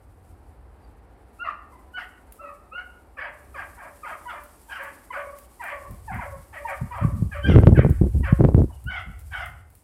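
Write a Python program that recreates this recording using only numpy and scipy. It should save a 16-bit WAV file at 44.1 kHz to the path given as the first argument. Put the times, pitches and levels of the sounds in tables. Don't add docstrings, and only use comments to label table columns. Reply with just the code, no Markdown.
import sys
import numpy as np
from scipy import signal
from scipy.fft import rfft, irfft, next_fast_len
from scipy.io import wavfile
from scipy.ndimage import map_coordinates

SR = 44100
rng = np.random.default_rng(int(sys.argv[2]) if len(sys.argv) > 2 else 0)


def inscribe(sig):
    pcm = np.round(np.clip(np.atleast_2d(sig).T, -1, 1) * 32767)
    wavfile.write(sys.argv[1], SR, pcm.astype(np.int16))


N = 433503
TIME = np.arange(N) / SR


def undb(db):
    return 10 ** (np.asarray(db) / 20)


def unit(x):
    return x / np.sqrt(np.mean(x ** 2) + 1e-18)


def curves(table):
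    start_s, *columns = np.transpose(table)
    return [np.interp(TIME, start_s, column) for column in columns]


def colour(x, points):
    hz, db = np.transpose(points)
    size = next_fast_len(len(x) + 1024)
    octave = np.log2(np.maximum(np.fft.rfftfreq(size, 1 / SR), 1))
    outside = np.abs(octave - np.clip(octave, np.log2(hz[0]), np.log2(hz[-1])))
    gain = undb(np.interp(octave, np.log2(hz), db) - 9.5 * outside)
    return irfft(rfft(x, size) * gain, size)[:len(x)]


def band(x, hz, kind, order=2):
    sections = signal.butter(order, np.clip(hz, 1, .45 * SR), kind, fs=SR, output="sos")
    return signal.sosfilt(sections, x)


def wander(count, hz):
    place = np.arange(count) * hz / SR
    return map_coordinates(rng.standard_normal(int(place[-1]) + 3), [place], order=3, mode="nearest")


def burst(start_s, attack_s, length_s, release_s):
    rise = np.clip((TIME - start_s) / attack_s, 0, 1)
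    return rise * np.exp(-np.clip((TIME - start_s - length_s) / release_s, 0, 20))


def add(track, start_s, sound):
    start = max(int(start_s * SR), 0)
    track[start:start + len(sound)] += sound[:max(N - start, 0)]


# start_s, length_s, crest_s (start to pitch crest), break_s (start to voice break),
# crest_hz, last_hz, level_db (once broken, before the swell), roughness (clipped to 0-1),
# brightness_db (tilt per octave around 1400 Hz), mouth_hz (resonance), upper_hz (throat resonance)
YELP_CALLS = [(1.384, 0.14, 0.043, 0.06, 1410, 1137, -32, 1.11, -3, 1100, 2680),
              (1.929, .105, 0.0192, 0.04, 1497, 1284, -35, 1.17, -1, 1800, 3030),
              (2.38, 0.15, 0.043, 0.036, 1353, 1195, -43, .55, -5, 1000, 2700),
              (2.707, .12, 0.06, 0.065, 1420, 1472, -37, 0.73, -3, 1600, 2850),
              (4.265, 0.077, 0.017, 0.011, 1490, 1189, -37, .7, 2, 1420, 3300),
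              (4.683, 0.12, .023, 0.0045, 1597, 1230, -38, 0.89, 1, 1580, 3070),
              (7.417, .135, 0.0431, 0.0414, 1597, 1272, -31.5, 0.71, 2, 1920, 3230),
              (8.71, 0.037, 0.013, 0.063, 1475, 1447, -47.5, 0.1, 28, 2880, 2920),
              (8.854, 0.17, 0.043, 0.043, 1488, 1338, -35.5, 0.89, -2, 2050, 3270),
              (9.304, 0.16, .012, 0.0019, 1564, 1335, -34, 0.94, -3.5, 1830, 3250)]
# freq_hz, gain_db
YELP_LOWER_THROAT = [(300, -62), (520, -13.5), (700, -7.5), (860, 0), (1150, 7.5), (1450, 3), (1800, 2),
                     (2080, 0), (2450, -2.5)]
# multiple of upper_hz, gain_db
YELP_UPPER_THROAT = [(1, 3), (1.08, -7), (1.2, -20), (1.5, -16.5), (1.85, -23), (2.4, -33)]
YELP_RISE_HZ_PER_S = 3665


def yelps():
    out = np.zeros(N)
    for start_s, length_s, crest_s, break_s, crest_hz, *rest, upper_hz in YELP_CALLS:
        first_hz = crest_hz - YELP_RISE_HZ_PER_S * crest_s
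        row = (length_s, crest_s, break_s, first_hz, crest_hz, *rest)
        throat = list(YELP_LOWER_THROAT) + [(ratio * upper_hz, db) for ratio, db in YELP_UPPER_THROAT]
        yelp = call(row, throat, fall=.8, slope_db=-3, pure_db=-3, half_db=-4, rasp_db=-11, jitter=.052,
                    attack_s=0.042, release_s=0.043, head_db=1.5, rasp_lag_s=0.0066)
        add(out, start_s, yelp)
    return out


# start_s, length_s, hold_s (start to pitch_hz), break_s (start to voice break), pitch_hz,
# level_db (once broken, before the swell), roughness (clipped to 0-1),
# brightness_db (tilt per octave around 1400 Hz), mouth_hz (resonance)
BARK_CALLS = [(3.164, .135, 0.0048, 0.0099, 1290, -37.5, 1.01, 1, 1710),
              (3.538, 0.11, 0.0052, 0.0089, 1303, -38, 0.89, 1, 1620),
              (3.768, .13, 0.018, 0.0082, 919, -45.5, 0.97, -4.5, 1720),
              (4.026, .13, 0.0049, 0.014, 1283, -37.5, 0.81, 0.5, 1300),
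              (4.250, 0.15, 0.032, 0.047, 985, -42.5, 0.75, -2, 1230),
              (4.677, 0.068, .02, 0.011, 904, -49, 0.88, -6, 1000),
              (4.769, .13, 0.0056, 0.0073, 750, -40.5, 1.15, 1.5, 1720),
              (5.101, .12, .018, 0.023, 1002, -35, 0.79, 0.5, 1480),
              (5.592, 0.098, 0.0065, 0.02, 1031, -37.5, 0.7, -1, 2020),
              (5.664, 0.084, 0.0067, .005, 832, -36.5, 0.9, 1.5, 1930),
              (6.073, .11, .005, 0.042, 923, -39, 1, -1, 1980),
              (6.182, 0.072, 0.00704, 0.015, 1021, -35.5, .65, -5, 1930),
              (6.522, 0.083, 0.0051, 0.0067, 899, -41.5, 0.75, 2.5, 1870),
              (6.643, .115, .03, 0.026, 926, -35, 0.61, -3.5, 2110),
              (6.904, .15, 0.019, 0.0094, 984.6, -35.5, 0.79, -2.5, 1060),
              (7.31, .097, 0.0038, 0.0033, 883, -41, 0.68, 4.5, 1720),
              (7.741, 0.087, 0.0072, 0.015, 902, -35, 0.62, 7.5, 1690),
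              (8.225, .085, 0.0074, .006, 993, -35, 0.62, 3.5, 1670),
              (8.694, 0.032, 0.0099, 0.025, 1026, -50.5, 0.25, -11, 1020)]
# freq_hz, gain_db
BARK_THROAT_COLOUR = [(300, -79), (470, -7.5), (600, 1), (800, 2), (1120, 7), (1400, 1.5), (1700, 5),
                      (2000, 2.5), (2350, 4.5), (2700, -3.5), (3150, -7.5), (3800, -24.5), (4800, -18),
                      (8000, -53)]
BARK_START_RATIO, BARK_END_HZ = 1.04, 575.4


def barks():
    out = np.zeros(N)
    for start_s, length_s, hold_s, break_s, pitch_hz, *rest in BARK_CALLS:
        row = (length_s, hold_s, break_s, BARK_START_RATIO * pitch_hz, pitch_hz, BARK_END_HZ, *rest)
        head_db = np.interp(break_s, [.005, .025], [-4, 5])
        bark = call(row, BARK_THROAT_COLOUR, fall=1.8, slope_db=-3.5, pure_db=-4, half_db=-5, rasp_db=-13,
                    jitter=.056, attack_s=0.014, release_s=0.023, head_db=head_db, rasp_lag_s=0.00091)
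        add(out, start_s, bark)
    return out


def call(row, throat, fall, slope_db, pure_db, half_db, rasp_db, jitter,
         attack_s, release_s, head_db, rasp_lag_s):
    length_s, crest_s, break_s, first_hz, crest_hz, last_hz, db, rough, bright_db, mouth_hz = row
    rough = np.clip(rough, 0, 1)
    t = np.arange(int((length_s + release_s) * SR)) / SR
    count = len(t)

    to_crest = first_hz + (crest_hz - first_hz) * np.sin(np.pi / 2 * np.minimum(t / crest_s, 1))
    left = np.clip((length_s - t) / max(length_s - crest_s, .01), 0, 1)
    from_crest = last_hz + (crest_hz - last_hz) * left ** fall
    hz = np.where(t < crest_s, to_crest, from_crest)

    doubled = np.clip((t - break_s) / .014 + .5, 0, 1)
    broken = np.clip((t - break_s - rasp_lag_s) / .025 + .5, 0, 1)
    clean = 1 - broken
    chaos = rough * broken
    hz = hz * (1 + .014 * wander(count, 130) + jitter * chaos * wander(count, 350))
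    phase = 2 * np.pi * np.cumsum(hz) / SR

    tone, halves = 0, 0
    for k in range(1, 8):
        size = undb(slope_db * np.log2(k) + pure_db * clean * (k - 1) ** 2)
        flutter = undb(3 * wander(count, 80)) * (1 + .5 * chaos * wander(count, 250))
        tone = tone + size * flutter * np.sin(k * phase)
        slip = 1.3 * chaos * wander(count, 140)
        halves = halves + size * (1 + .6 * wander(count, 110)) * np.sin((k - .5) * phase + slip)

    rasp = unit(band(rng.standard_normal(count), 1600, "low", order=1))
    rasp *= (1 + .5 * np.cos(phase)) * undb(2.5 * wander(count, 300))
    folds = tone * (1 - .65 * chaos)
    folds = folds + rough * doubled * undb(half_db) * halves
    folds = folds + chaos * undb(rasp_db) * rasp
    mouth = band(folds, [mouth_hz / 1.136, mouth_hz * 1.085], "band", order=1)
    folds = folds + 1.73 * broken * mouth

    tilted = [(f, d + bright_db * np.clip(np.log2(f / 1400), -1, 1)) for f, d in throat]
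    voice = colour(folds, tilted)
    rise = np.sin(np.pi / 2 * np.minimum(t / attack_s, 1)) ** 2
    close = np.clip((length_s + release_s - t) / (2 * release_s), 0, 1) ** 2
    return unit(voice) * rise * close * undb(db + head_db * clean)


# start_s, length_s, pitch_hz, level_db (before swell and fade)
LOW_TAILS = [(1.713, 0.12, 1003, -50.5), (2.4, 0.17, 575, -46.5), (2.721, 0.097, 520, -52.5),
             (3.204, 0.17, 600, -45.5), (3.605, 0.094, 606, -52.5), (3.809, 0.15, 581, -50.5),
             (4.099, 0.12, 587, -50), (4.326, 0.085, 598, -41.5), (4.789, 0.12, 558, -41.5),
             (5.155, 0.2, 562.4, -37.5), (5.698, 0.18, 568, -38.5), (6.235, 0.15, 552.7, -40.5),
             (6.55, 0.093, 592, -37.5), (6.697, 0.059, 560, -34.5), (6.968, 0.16, 563, -41.5),
             (7.343, 0.092, 577, -35.5), (7.791, 0.073, 565, -41.5), (8.267, 0.087, 544.4, -34.5)]


def held_tails():
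    out = np.zeros(N)
    for start_s, length_s, pitch_hz, db in LOW_TAILS:
        tail = held_tail(length_s, pitch_hz, db, sag=.031, waver=0.014, attack_s=0.019, fade_db=10.0)
        add(out, start_s, tail)
    return out


# freq_hz, gain_db
TAIL_THROAT_COLOUR = [(400, 5.5), (580, 18), (1150, 13.5), (1730, -7), (2320, -2.5), (2900, -23),
                      (3500, -26), (5000, -50)]


def held_tail(length_s, hz, db, sag, waver, attack_s, fade_db):
    t = np.arange(int((length_s + .03) * SR)) / SR
    count = len(t)
    pitch = hz * (1 + sag * (.5 - t / length_s) + waver * wander(count, 160))
    phase = 2 * np.pi * np.cumsum(pitch) / SR
    tone = 0
    for k in range(1, 8):
        flutter = undb(4.5 * wander(count, 60))
        tone = tone + flutter * np.sin(k * phase + .7 * wander(count, 110))
    swell = np.minimum(t / attack_s, 1) * np.minimum((t[-1] - t) / 0.048, 1)
    fade = undb(-fade_db * t / length_s)
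    return unit(colour(tone, TAIL_THROAT_COLOUR)) * swell * fade * undb(db)


def hillside(x, near_db, near_t60, far_db, far_t60, echo_s, echo_db):
    t = np.arange(int(1.2 * SR)) / SR
    scatter = rng.standard_normal((3, len(t))) * (rng.random((3, len(t))) < .05)
    near = unit(scatter[0] * undb(-60 * t / near_t60) * (t > .004))
    far = unit(scatter[1] * undb(-60 * t / far_t60) * np.minimum(t / .08, 1))
    echo = unit(scatter[2] * np.exp(-np.abs(t - echo_s) / .012))
    slope = band(undb(far_db) * far + undb(echo_db) * echo, 2700, "low")
    response = undb(near_db) * near + slope
    return x + signal.fftconvolve(x, response / np.sqrt(len(t)))[:N]


# freq_hz, gain_db
LARGE_EDDY_COLOUR = [(15, -60), (25, -37), (48, 5.5), (75, 7.5), (118, 4), (230, -6.5), (400, -42.5),
                     (520, -67.5)]
# freq_hz, gain_db
SMALL_EDDY_COLOUR = [(200, 1.5), (330, 1.5), (550, -11), (1000, -29.5), (2000, -51), (6000, -58)]
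# start_s, level_db
BREEZE_LEVEL = [(0, -51.5), (.6, -49.5), (1.3, -58), (2.9, -67), (3.6, -50.5), (4.1, -68), (5.6, -65),
                (6.0, -44), (6.3, -40), (6.6, -53.5), (7.0, -37.5), (7.38, -31.5), (7.5, -29.5),
                (8.25, -23), (8.8, -40.5), (9.2, -42.5), (9.5, -39), (9.83, -59)]
# start_s, length_s, level_db, eddy_db (small eddies relative to the large)
GUST_EVENTS = [(5.891, .035, -35, -35), (6.112, 0.082, -30.5, -24), (6.351, 0.039, -41.5, -31),
               (6.808, 0.029, -23.5, -42), (7.011, 0.065, -20.5, -22), (7.119, 0.15, -24.5, -27),
               (7.439, 0.044, -22, -14), (7.479, 0.078, -14.5, -7.5), (7.546, 0.047, -12.5, -4),
               (7.626, 0.063, -12.5, -4), (7.705, 0.05, -15.5, -9.5), (7.771, 0.026, -11, -8),
               (7.839, 0.071, -19.5, -10.5), (8.008, 0.046, -18, -8.5), (8.139, 0.078, -19, -21),
               (8.389, 0.11, -17, -3.5), (8.536, 0.093, -15.5, -9), (8.851, 0.018, -27, -33),
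               (9.056, .045, -35.5, -40)]
GUST_ATTACK_S, GUST_RELEASE_S = 0.0081, 0.022
BREEZE_TOP_HZ = 84.5


def wind():
    rumble = unit(band(colour(rng.standard_normal(N), LARGE_EDDY_COLOUR), 44.0, "high"))
    large = unit(np.tanh(0.38 * rumble))
    small = unit(colour(rng.standard_normal(N) * large ** 2, SMALL_EDDY_COLOUR))
    breeze_db, = curves(BREEZE_LEVEL)
    out = undb(breeze_db) * unit(band(large, BREEZE_TOP_HZ, "low", order=3))
    for start_s, length_s, db, eddy_db in GUST_EVENTS:
        gust = undb(db) * (large + undb(eddy_db) * small)
        out = out + burst(start_s, GUST_ATTACK_S, length_s, GUST_RELEASE_S) * gust
    return out


# start_s, level_db (relative), bright_db (knock level, relative)
BUFFETS = [(5.904, -39, -13), (6.823, -30, -45), (7.048, -5.5, -36), (7.223, -9.5, -43), (7.499, -3, -23),
           (7.561, 1.5, -16), (7.587, 1.5, -16.5), (7.635, 0.5, -24.5), (7.671, 6.5, -21), (7.725, 0, -51),
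           (7.792, -1.5, -12.5), (7.848, -4, -19.5), (7.864, -9.5, -16), (7.905, -3.5, -48),
           (8.013, -3.5, -54), (8.326, 1, -34), (8.408, -10, -7), (8.441, -6.5, -14), (8.449, 0, -20),
           (8.488, -14.5, -13), (8.546, 0, -22), (8.582, -15.5, -29), (8.619, -7.5, -21.5)]
THUMP_SCATTER = .13


def thumps(ring_hz, ring_s, crack_hz, crack_s, level_db, crack_db):
    out = np.zeros(N)
    t = np.arange(int(.06 * SR)) / SR
    chances = np.exp(THUMP_SCATTER * rng.standard_normal((len(BUFFETS), 2)))
    for (start_s, db, bright_db), (swing_ratio, knock_ratio) in zip(BUFFETS, chances):
        swing = np.sin(2 * np.pi * ring_hz * swing_ratio * t) * np.exp(-t / ring_s)
        swing = band(swing, 450, "low")
        knock = np.exp(-t / crack_s) * np.sin(2 * np.pi * crack_hz * knock_ratio * t)
        knock = band(knock, 500 + 1800 * undb(db), "low")
        add(out, start_s, undb(db + level_db) * (swing + undb(bright_db + crack_db) * knock))
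    return out


# start_s, level_db (before its slow wander)
LEAF_STIR = [(0, -74), (1.2, -77), (2.2, -71), (3.15, -71.5), (3.6, -59.5), (7.0, -59), (8.6, -60.5),
             (9.05, -66), (9.4, -58), (9.65, -71.5), (9.83, -66.5)]
# freq_hz, gain_db
LEAF_HISS_COLOUR = [(2350, -6), (4000, -10), (4650, -6.5), (6400, -8.5), (8260, 0), (10500, 0),
                    (14100, -5.5), (15200, -10.5), (16000, -21)]
# start_s, level_db
BRANCH_RUSTLES = [(.23, -68), (1.32, -66.5), (1.70, -67.5), (1.97, -63.5), (2.33, -64.5), (4.07, -55),
                  (4.81, -58), (5.6, -57), (6.68, -52.5), (9.44, -64)]
RUSTLE_ATTACK_S, RUSTLE_DECAY_S = 0.022, 0.096


def leaves():
    db, = curves(LEAF_STIR)
    stir = undb(db + 0.83 * wander(N, 12))
    rustle_power = 0
    for start_s, level_db in BRANCH_RUSTLES:
        rustle = undb(level_db) * burst(start_s, RUSTLE_ATTACK_S, RUSTLE_ATTACK_S, RUSTLE_DECAY_S)
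        rustle_power = rustle_power + rustle ** 2
    flicker = undb(1.8 * wander(N, 44) + 1.18 * wander(N, 750))
    hiss = unit(colour(rng.standard_normal(N) * flicker, LEAF_HISS_COLOUR))
    return hiss * np.sqrt(stir ** 2 + rustle_power)


# start_s, level_db (relative)
TWIG_SNAPS = [(0.2289, -62), (2.3225, -32.5), (4.4363, -36), (4.8359, -36), (5.3863, -33), (5.639, -32.5),
              (5.909, -36.5), (6.143, -36), (7.8987, -32.5), (8.841, -39), (9.192, -38), (9.459, -34.5),
              (9.702, -46), (9.752, -40)]


def twigs():
    snaps = np.zeros(N)
    t = np.arange(int(.08 * SR)) / SR
    decay = np.exp(-t / 0.002) + 0.3 * np.exp(-t / 0.031)
    for start_s, db in TWIG_SNAPS:
        add(snaps, start_s, undb(db - 7.5) * rng.standard_normal(len(t)) * decay)
    return colour(snaps, [(2000, -5), (6000, -13), (9000, 1.0), (15000, 1.0)])


def bird(start_s, hz, db):
    out = np.zeros(N)
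    t = np.arange(int(.06 * SR)) / SR
    phase = 2 * np.pi * np.cumsum(hz * np.exp(-t)) / SR
    add(out, start_s, undb(db) * np.hanning(len(t)) * np.sin(phase))
    return out


# freq_hz, gain_db
AIR_COLOUR = [(21, -50), (35, -4), (65, -1), (110, -20.5), (177, -18.5), (281, -15.5), (683, -21),
              (746, -17.5), (1190, -26.5), (1450, -29), (2110, -35), (3370, -46), (4700, -48), (7000, -63),
              (9100, -100)]
# start_s, level_db (before its slow wander)
AIR_LEVEL_CURVE = [(0, -53.5), (1.2, -51.5), (3, -53), (6, -52.5), (8.8, -57), (9.83, -58.5)]


def air():
    rumble = unit(colour(rng.standard_normal(N), AIR_COLOUR))
    db, = curves(AIR_LEVEL_CURVE)
    return rumble * undb(db + 0.89 * wander(N, 7))


def scene():
    voices = yelps() + barks() + held_tails() + bird(start_s=0.81, hz=4820, db=-71)
    animals = hillside(voices, near_db=-1, near_t60=0.2, far_db=-9.5, far_t60=0.54,
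                       echo_s=0.1563, echo_db=-22)
    buffets = thumps(ring_hz=139.2, ring_s=0.0042, crack_hz=398, crack_s=0.0013, level_db=4, crack_db=17.5)
    return (animals + wind() + buffets + leaves() + twigs() + air())[None]


TOP_HZ = 15850


def record(dry):
    drive = np.clip(band(dry, 42, "high", order=4), -1.5, 1.5)
    rounded = drive - 4 / 27 * drive ** 3
    return signal.sosfilt(signal.ellip(8, .2, 70, TOP_HZ, fs=SR, output="sos"), rounded)


dry = scene()
out = record(dry)
inscribe(out)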